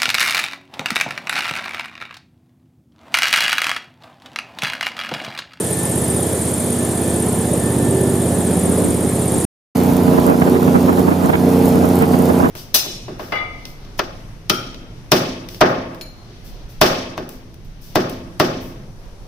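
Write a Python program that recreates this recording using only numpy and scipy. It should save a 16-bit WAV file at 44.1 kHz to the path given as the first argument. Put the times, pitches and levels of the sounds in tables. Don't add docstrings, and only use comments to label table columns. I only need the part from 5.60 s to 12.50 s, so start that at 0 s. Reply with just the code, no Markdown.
import sys
import numpy as np
from scipy import signal
from scipy.fft import rfft, irfft
from scipy.io import wavfile
from scipy.ndimage import uniform_filter1d

SR = 44100
rng = np.random.default_rng(int(sys.argv[2]) if len(sys.argv) > 2 else 0)


def wav_out(sig):
    wavfile.write(sys.argv[1], SR, np.round(np.clip(np.atleast_2d(sig).T, -1, 1) * 32767).astype(np.int16))


def invert_db(level):
    return 10 ** (np.asarray(level, dtype=float) / 20)


N = 304290

# (start [s], end [s])
SLOW_SPAN, FAST_SPAN = (0, 3.851), (4.1495, 6.9)


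def evened(x):
    return x / np.sqrt(np.mean(abs(x) ** 2) + 1e-20)


def read(points, hz):
    f, value = np.transpose(points)
    return np.interp(np.log(hz + 1), np.log(f + 1), value)


def curves(rows, t):
    s, *columns = np.transpose(rows)
    return [np.interp(t, s, c) for c in columns]


def bell(t, s, length):
    return np.exp(-.5 * ((t - s) / (length / 2)) ** 2)


def drift(t, hz):
    rate = 400
    steps = np.arange(0, 7, 1 / rate)
    a, b = rng.standard_normal((2, len(steps)))
    r = np.exp(-np.pi * hz / rate)
    z = evened(signal.filtfilt([1 - r], [1, -r], a + 1j * b))
    return np.interp(t, steps, z.real) + 1j * np.interp(t, steps, z.imag)


def resonate(x, hz, width_hz):
    turn = np.exp(2j * np.pi * np.cumsum(hz) / SR)
    r = np.exp(-np.pi * width_hz / SR)
    smooth = signal.lfilter([(1 - r) ** 2], [1, -2 * r, r * r], x / turn)
    return 2 * (turn * smooth).real


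def coloured(points):
    shape = invert_db(read(points, np.fft.rfftfreq(N, 1 / SR)))
    return evened(irfft(rfft(rng.standard_normal((2, N))) * shape, N))


# (multiple of the shaft rate [1], level [dB])
SLOW_TONES = [(3, -32), (5, -32), (6, -32.5), (7, -32.5), (8, -30.5), (9, -36.5), (10, -38), (11, -24.5),
              (12, -33), (13, -29), (14, -40), (15, -25), (16, -43), (18, -33), (19, -42), (21, -34.5),
              (22, -52.5), (24, -32.5), (27, -34), (30, -40.5), (33, -45.5), (35, -75), (38, -61),
              (39, -58)]
FAST_TONES = [(3, -26), (5, -25.5), (6, -22), (8, -22), (9, -23.5), (10, -45.5), (12, -24), (13, -31),
              (15, -22), (18, -32), (21, -25), (24, -25.5), (27, -27.5), (29, -50.5), (30, -32.5),
              (32, -62.5), (33, -31.5)]
# (time [s], length [s], multiple of the shaft rate [1], lift [dB])
SLOW_BANKS = [(.3, 0.24, 8, 4), (.7, .2, 15, -8.5), (1.15, 0.14, 15, 7.5), (1.1, 0.43, 7.5, 2.5),
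              (1.7, .2, 13, 6), (2.3, 0.55, 8, 5.5), (2.395, .25, 23, 13), (3.03, .25, 12, 3.5),
              (3.05, 0.44, 8, -8), (3.2, .3, 18, 4.5), (3.6, 0.19, 8, 4), (0.33, 0.17, 23, 4.5),
              (1.55, 0.31, 21, 6.5), (1.3, 0.18, 27, 5.5), (2.5, 0.43, 32, 6.5), (2.3, .2, 18, 5),
              (3.6, .2, 18, 4.5), (.4, .25, 15, 2.5), (0.99, .3, 24, 1.5)]
FAST_BANKS = [(4.3, .2, 13, -13), (4.7, .12, 6, -5), (4.95, 0.1, 6, -9), (4.95, 0.11, 13.5, 14),
              (5.4, 0.14, 13.5, 6), (5.57, .1, 13, -12), (5.6, 0.22, 8, -4), (5.95, 0.16, 9, 3.5),
              (6.0, 0.29, 15, 5.5), (6.6, .4, 9, -1.5), (4.7, .35, 3, -3.5), (5.6, 0.22, 20, 1),
              (4.6, 0.18, 20, 7.5), (4.45, .2, 18, 4), (6.0, .25, 27, 5), (6.3, .2, 18, 4),
              (5.07, .3, 12, 4), (6.8, .2, 12, 4.5), (4.5, .2, 31, 5), (6.7, .3, 30, 3.5)]
BANK_SPREAD = 0.084


def hum(t, turns, orders, load_db, banks, groups_db, splits, wander, wander_hz,
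        lean_db, lean_rise_db, throb, scatter):
    out, power = np.zeros((4, 2, len(t))), np.zeros(4)
    coarse = t[::200]
    for k, db in orders:
        group = np.searchsorted(splits, k)
        loose = np.clip(wander * k, 0, 1)
        sway = np.sqrt(1 - loose ** 2) + loose * drift(t, wander_hz)
        right_db = lean_db + lean_rise_db * (k / 30) ** 2
        ports = invert_db(right_db * np.array([[-.5], [.5]]))
        phase = 2 * np.pi * (round(k) * (turns - throb) + scatter * rng.random())
        tone = (sway * np.exp(1j * phase)).real
        echo_db = 0
        for s, length, near, lift_db in banks:
            closeness = bell(np.log(k / near), 0, 2 * BANK_SPREAD)
            echo_db = echo_db + lift_db * bell(coarse, s, length) * closeness
        out[group] += invert_db(db + np.interp(t, coarse, echo_db)) * ports * tone
        power[group] += invert_db(db) ** 2 / 2
    levelled = [invert_db(db) * tones / np.sqrt(p) for db, tones, p in zip(groups_db, out, power)]
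    return invert_db(load_db) * sum(levelled)


# (frequency [Hz], density [dB per Hz])
SLOW_ROAR = [(40, -41), (62, -23), (76, -12.5), (180, -5), (400, -3), (600, -7.5), (1000, -17.5),
             (1400, -23.5), (1800, -23.5), (2800, -30), (3500, -26), (4100, -30.5), (5700, -31.5),
             (9000, -18), (13000, -30.5), (16000, -43)]
FAST_ROAR = [(40, -9), (62, -8.5), (76, -9), (250, -4), (450, -5), (720, -12.5), (1100, -20.5), (1700, -28),
             (3000, -32), (6000, -35), (8500, -37), (13000, -33.5), (16000, -40)]
# (frequency [Hz], likeness [0-1])
LIKENESS = [(60, 0.98), (120, 0.99), (240, 0.99), (480, 0.98), (950, 0.76), (1890, 0.47), (3770, 0.55),
            (7520, 0.76), (15000, 0.55)]
# (frequency [Hz], left minus right [dB])
BALANCE = [(60, -4), (150, -4), (380, -2), (950, -4), (2380, 0.5), (5980, 0.5), (15000, -2.5)]


def roar(spectrum, low_db, high_db, t, split_hz, patchy_db):
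    frames, hz = len(t) // 256 + 5, np.fft.rfftfreq(1024, 1 / SR)
    a, b, c, d, patches = rng.standard_normal((frames, 513, 5)).T
    patches = uniform_filter1d(patches, size=8, axis=0)
    patches = evened(uniform_filter1d(patches, size=10, axis=1))
    at = np.minimum(np.arange(frames) * 256, len(t) - 1)
    high = (hz ** 2 / (hz ** 2 + split_hz ** 2))[:, None]
    level_db = (1 - high) * (low_db[at] - low_db.mean()) + high * (high_db[at] - high_db.mean())
    same = np.clip(read(LIKENESS, hz), -1, 1)[:, None]
    left = a + 1j * b
    right = same * left + np.sqrt(1 - same ** 2) * (c + 1j * d)
    z = np.array([left, right])
    z *= invert_db(read(spectrum, hz)[:, None] + level_db + patchy_db * patches)
    z *= invert_db(np.outer([.5, -.5], read(BALANCE, hz)))[:, :, None]
    return evened(signal.istft(z, nperseg=1024, noverlap=768)[1][:, :len(t)])


# (place in the turn [0-1], rise [turns], fall [turns], whistle [dB], hiss [dB],
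# whistle pitch on arriving [Hz], pitch loss [Hz per turn])
SLOW_BLADES = [
    (.1, .065, .17, 0, -7, 9250, 5800),
    (.45, .09, .12, -20, -10, 9600, 3000),
    (.76, .065, .085, -4, -4, 9700, 6000),
]
FAST_BLADES = [
    (.67, .04, .04, 0, 0, 10300, 900),
    (.0, .05, .05, -7, -8, 10000, 900),
    (.36, .05, .08, -14, -8, 10000, 900),
]


def swish(turns, blades, narrow_hz, pure, wide_hz, wide_db, wide_up_hz, uneven_db, same):
    out = np.zeros((2, len(turns)))
    sweep = np.linspace(.85, 1.12, len(turns))
    for place, rise, fall, db, hiss_db, hz, loss_hz in blades:
        since = (turns - place + .3) % 1 - .3
        passing = np.floor(turns - place + .3).astype(int)
        strength = rng.standard_normal(300)[passing]
        opening = np.exp(-.5 * (since / rise) ** 2)
        closing = 1 / np.cosh(1.2 * since / fall)
        gate = np.where(since < 0, opening, closing)
        whistle_hz = hz - loss_hz * sweep * np.clip(since, -.15, .32)
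        a, b = rng.standard_normal((2, len(turns)))
        air = np.array([a, same * a + np.sqrt(1 - same ** 2) * b])
        shedding = np.cos(2 * np.pi * np.cumsum(whistle_hz) / SR)
        whistle = evened(evened(resonate(air, whistle_hz, narrow_hz)) + pure * shedding)
        hiss = evened(resonate(air, np.full(len(a), hz + wide_up_hz), wide_hz))
        tip = invert_db(db) * whistle + invert_db(hiss_db + wide_db) * np.sqrt(gate) * hiss
        out += invert_db(uneven_db * strength) * gate * tip
    return evened(out)


# (time [s], speed [turns per s])
SHAFT = [
    (0, 16.06),
    (3.9, 16.06),
    (4.15, 30.22),
    (4.5, 30.19),
    (6.15, 30.19),
    (6.35, 30.0),
    (6.9, 30.05),
]
START_TURN = (1.0, 1.05)
# (time [s], load [dB], facing [dB])
SLOW_RIDE = [(0, -6, 1), (.5, -0.5, 2.5), (.95, -3.5, 0.5), (1.4, -1.5, 0.5), (2.0, 0.5, -1.5),
             (2.5, 1, -2.5), (3.15, 2, 0.5), (3.45, 0, -2.5), (3.85, 0.5, 2.5)]
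FAST_RIDE = [(4.15, -0.88, 3.5), (4.5, 0.58, -2), (4.7, 0.32, 3.5), (5.1, 0, -0.5), (5.4, -0.25, -2.5),
             (5.6, -1.2, -4.5), (6.03, 0.042, -1), (6.4, 0.62, 2.5), (6.9, -1, -2.5)]
# (time [s], lift [dB], length [s])
SLAPS = [
    (4.26, 1.5, 0.073),
    (4.676, 3.5, 0.055),
    (5.392, 9.5, .04),
    (5.67, 7, 0.061),
    (5.924, 5, 0.033),
    (6.075, 7.5, 0.062),
    (6.534, 9, 0.023),
    (6.664, 3, .05),
]


def stretch(span, rows, orders, spectrum, blades, roar_db, swish_db,
            roar_by_load, hiss_by_load, hiss_by_facing, tones, air, tips):
    first = round(span[0] * SR)
    t = np.arange(first, min(round(span[1] * SR), N)) / SR
    speed = curves(SHAFT, t)[0]
    turns = START_TURN[first > 0] + np.cumsum(speed) / SR
    load_db, facing_db = curves(rows, t)
    slap_db = sum(db * bell(t, s, length) for s, db, length in SLAPS)
    high_db = hiss_by_load * load_db + hiss_by_facing * (facing_db + slap_db)
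    part = hum(t, turns, orders, load_db, **tones)
    part += invert_db(roar_db) * roar(spectrum, roar_by_load * load_db, high_db, t, **air)
    left_lean = invert_db(np.array([[.4], [-.4]]))
    part += invert_db(facing_db + slap_db + swish_db) * swish(turns, blades, **tips) * left_lean
    out = np.zeros((2, N))
    out[:, first:][:, :len(t)] = part
    return out


# (time [s], pitch [Hz], level [dB])
WHINE = [
    (0, 1720, -56),
    (.15, 1765, -44.5),
    (.6, 1766, -46.5),
    (.75, 1750, -55),
    (1.4, 1756, -48),
    (1.9, 1770, -52),
    (2.22, 1776, -43),
    (2.9, 1727, -52.5),
    (3.2, 1790, -57),
]


def whine():
    t = np.arange(N) / SR
    hz, db = curves(WHINE, t)
    tone = (.75 + .5 * drift(t, 20)) * np.exp(2j * np.pi * np.cumsum(hz) / SR)
    lead = np.exp(1j * np.array([[.7], [-.7]]))
    return 2.78 * invert_db(db) * (tone * lead).real * (t < SLOW_SPAN[1])


# (time [s], level [dB], length [ms], rasp beside it [dB])
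BREEZE = [
    (2.8, -38, 33, -25),
    (3.09, -27, 20, -18),
    (3.27, -28, 88, -28),
    (3.37, -38, 20, -27),
    (3.45, -33, 25, -22),
    (3.76, -31.5, 40, -23),
]
GUSTS = [(4.295, -19, 9.2, -24), (4.483, -14.5, 7, -18.5), (4.54, -18.5, 28, -22), (4.584, -9.5, 10, -23),
         (4.7, -13.5, 54, -17.5), (4.747, -16, 6.3, -11), (4.822, -10.5, 8, -8), (4.879, -17.5, 22, -13),
         (4.96, -19.5, 25, -6.5), (5.029, -16, 9, -19), (5.081, -14, 10, -17), (5.158, -11, 22, -16),
         (5.293, -11, 19, -17), (5.33, -23.5, 16, -5), (5.39, -16, 24, -19), (5.485, -14.5, 22, -17),
         (5.521, -16, 18, -9), (5.65, -17.5, 34, -17.5), (5.698, -11.5, 12.6, -11), (5.739, -11, 12, -6.5),
         (5.755, -14.5, 5.4, -2.5), (6.057, -27, 12, -16), (6.16, -22.5, 30, -13), (6.25, -17.5, 30, -14.5),
         (6.433, -15, 27, -8), (6.543, -15.5, 12, -10), (6.602, -20, 20, -23), (6.702, -16.5, 23, -20),
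         (6.805, -10.5, 10, -20), (6.85, -11, 32, -16)]
WIND_FLOOR_DB = -29.5
THUD_DB, THUD_SHARE = -20, 0.53
# (frequency [Hz], density [dB per Hz])
THUD = [(20, -4), (55, -6), (90, -13), (200, -1), (300, -3), (500, -25), (1500, -90)]
FLAP = [(60, -60), (200, -18), (330, -3), (480, 0), (1000, -4), (1400, -11), (2500, -32), (6000, -90)]
RASP = [(200, -70), (700, -25), (1300, -1), (2000, -6), (3500, -19), (6000, -42), (12000, -90)]


def wind():
    t = np.arange(N) / SR
    power = np.zeros((3, N))
    for s, db, ms, rasp_db in BREEZE + GUSTS:
        thud_db = THUD_DB + THUD_SHARE * (db + 17.5) - db
        near = slice(round((s - .2) * SR), round((s + .2) * SR))
        bump = np.exp(-.5 * ((t[near] - s) / (.00036 * ms)) ** 2)
        layers_db = db + np.array([[thud_db + 2], [-1.5], [rasp_db - 2.5]])
        power[:, near] += invert_db(layers_db) ** 2 * bump
    floor_db = WIND_FLOOR_DB + np.array([[0], [0], [-15]])
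    power += invert_db(floor_db) ** 2 * (t > FAST_SPAN[0])
    lumps = invert_db(0.9 * drift(t, 45).real)
    out = np.zeros((2, N))
    for layer, colour, pull in zip(power, (THUD, FLAP, RASP), (0, .6, .65)):
        against, together = coloured(colour)
        pair = np.array([against, -against]) + (1 - pull) * together
        out += np.sqrt(layer) * lumps * pair
    return invert_db(np.array([[-3], [1.5]])) * out


DUCK_DB, DUCK_KNEE_DB, DUCK_RECOVER_S = 5, -18, 0.052


def ducking():
    t, step = np.arange(0, N, 50) / SR, 50 / SR
    push = 0
    for s, db, ms, rasp_db in GUSTS:
        push = push + invert_db(db + rasp_db - DUCK_KNEE_DB) * bell(t, s, ms / 1000) * ms / 20
    r = np.exp(-step / DUCK_RECOVER_S)
    dip_db = -DUCK_DB * np.tanh(2.45 * signal.lfilter([1 - r], [1, -r], push))
    return invert_db(np.interp(np.arange(N) / SR, t, dip_db))


def scene():
    slow_tones = dict(banks=SLOW_BANKS, groups_db=(-22, -22, -25.5, -47), splits=(10.5, 16.5, 34.5),
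                      wander=.015, wander_hz=1.5, lean_db=1.1, lean_rise_db=.9, throb=0, scatter=1)
    fast_tones = dict(banks=FAST_BANKS, groups_db=(-21.0, -13.5, -22.0, -28.5), splits=(5.5, 10.5, 16.5),
                      wander=.012, wander_hz=5., lean_db=1.8, lean_rise_db=7., throb=.38, scatter=.35)
    slow_tips = dict(narrow_hz=750, pure=1.1, wide_hz=2600, wide_db=-2.2, wide_up_hz=700,
                     uneven_db=.7, same=.82)
    fast_tips = dict(narrow_hz=4500, pure=0, wide_hz=3000, wide_db=-1.0, wide_up_hz=3000,
                     uneven_db=3.2, same=.5)
    slow = stretch(SLOW_SPAN, SLOW_RIDE, SLOW_TONES, SLOW_ROAR, SLOW_BLADES, roar_db=-21, swish_db=-28.5,
                   roar_by_load=1.03, hiss_by_load=-0.17, hiss_by_facing=0.36,
                   tones=slow_tones, air=dict(split_hz=1200, patchy_db=1.05), tips=slow_tips)
    fast = stretch(FAST_SPAN, FAST_RIDE, FAST_TONES, FAST_ROAR, FAST_BLADES, roar_db=-17.5, swish_db=-39.5,
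                   roar_by_load=.6, hiss_by_load=.3, hiss_by_facing=0.26,
                   tones=fast_tones, air=dict(split_hz=3500, patchy_db=1.65), tips=fast_tips)
    return slow + fast * ducking() + whine() + wind()


def top_cut(x):
    return signal.sosfilt(signal.butter(12, 16310, fs=SR, output="sos"), x)


def record(dry):
    wind_cut = signal.butter(7, 72, "high", fs=SR, output="sos")
    cut = signal.sosfilt(wind_cut, dry)
    cut = cut + invert_db(-21) * (dry - cut)
    cut = signal.lfilter(*signal.iirnotch(7848, 42, SR), cut)
    band_limit = signal.firwin(401, 15500, window=("kaiser", 8), fs=SR)
    cut = signal.oaconvolve(cut, band_limit[None], "same")
    t = np.arange(N) / SR
    sounding = (t < SLOW_SPAN[1]) | (t >= FAST_SPAN[0])
    fade = np.clip(abs(t - FAST_SPAN[0]) / .005, 0, 1)
    mix = np.clip(cut * sounding * fade, -.98, .98)
    return top_cut(mix)


dry = scene()
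out = record(dry)
wav_out(out)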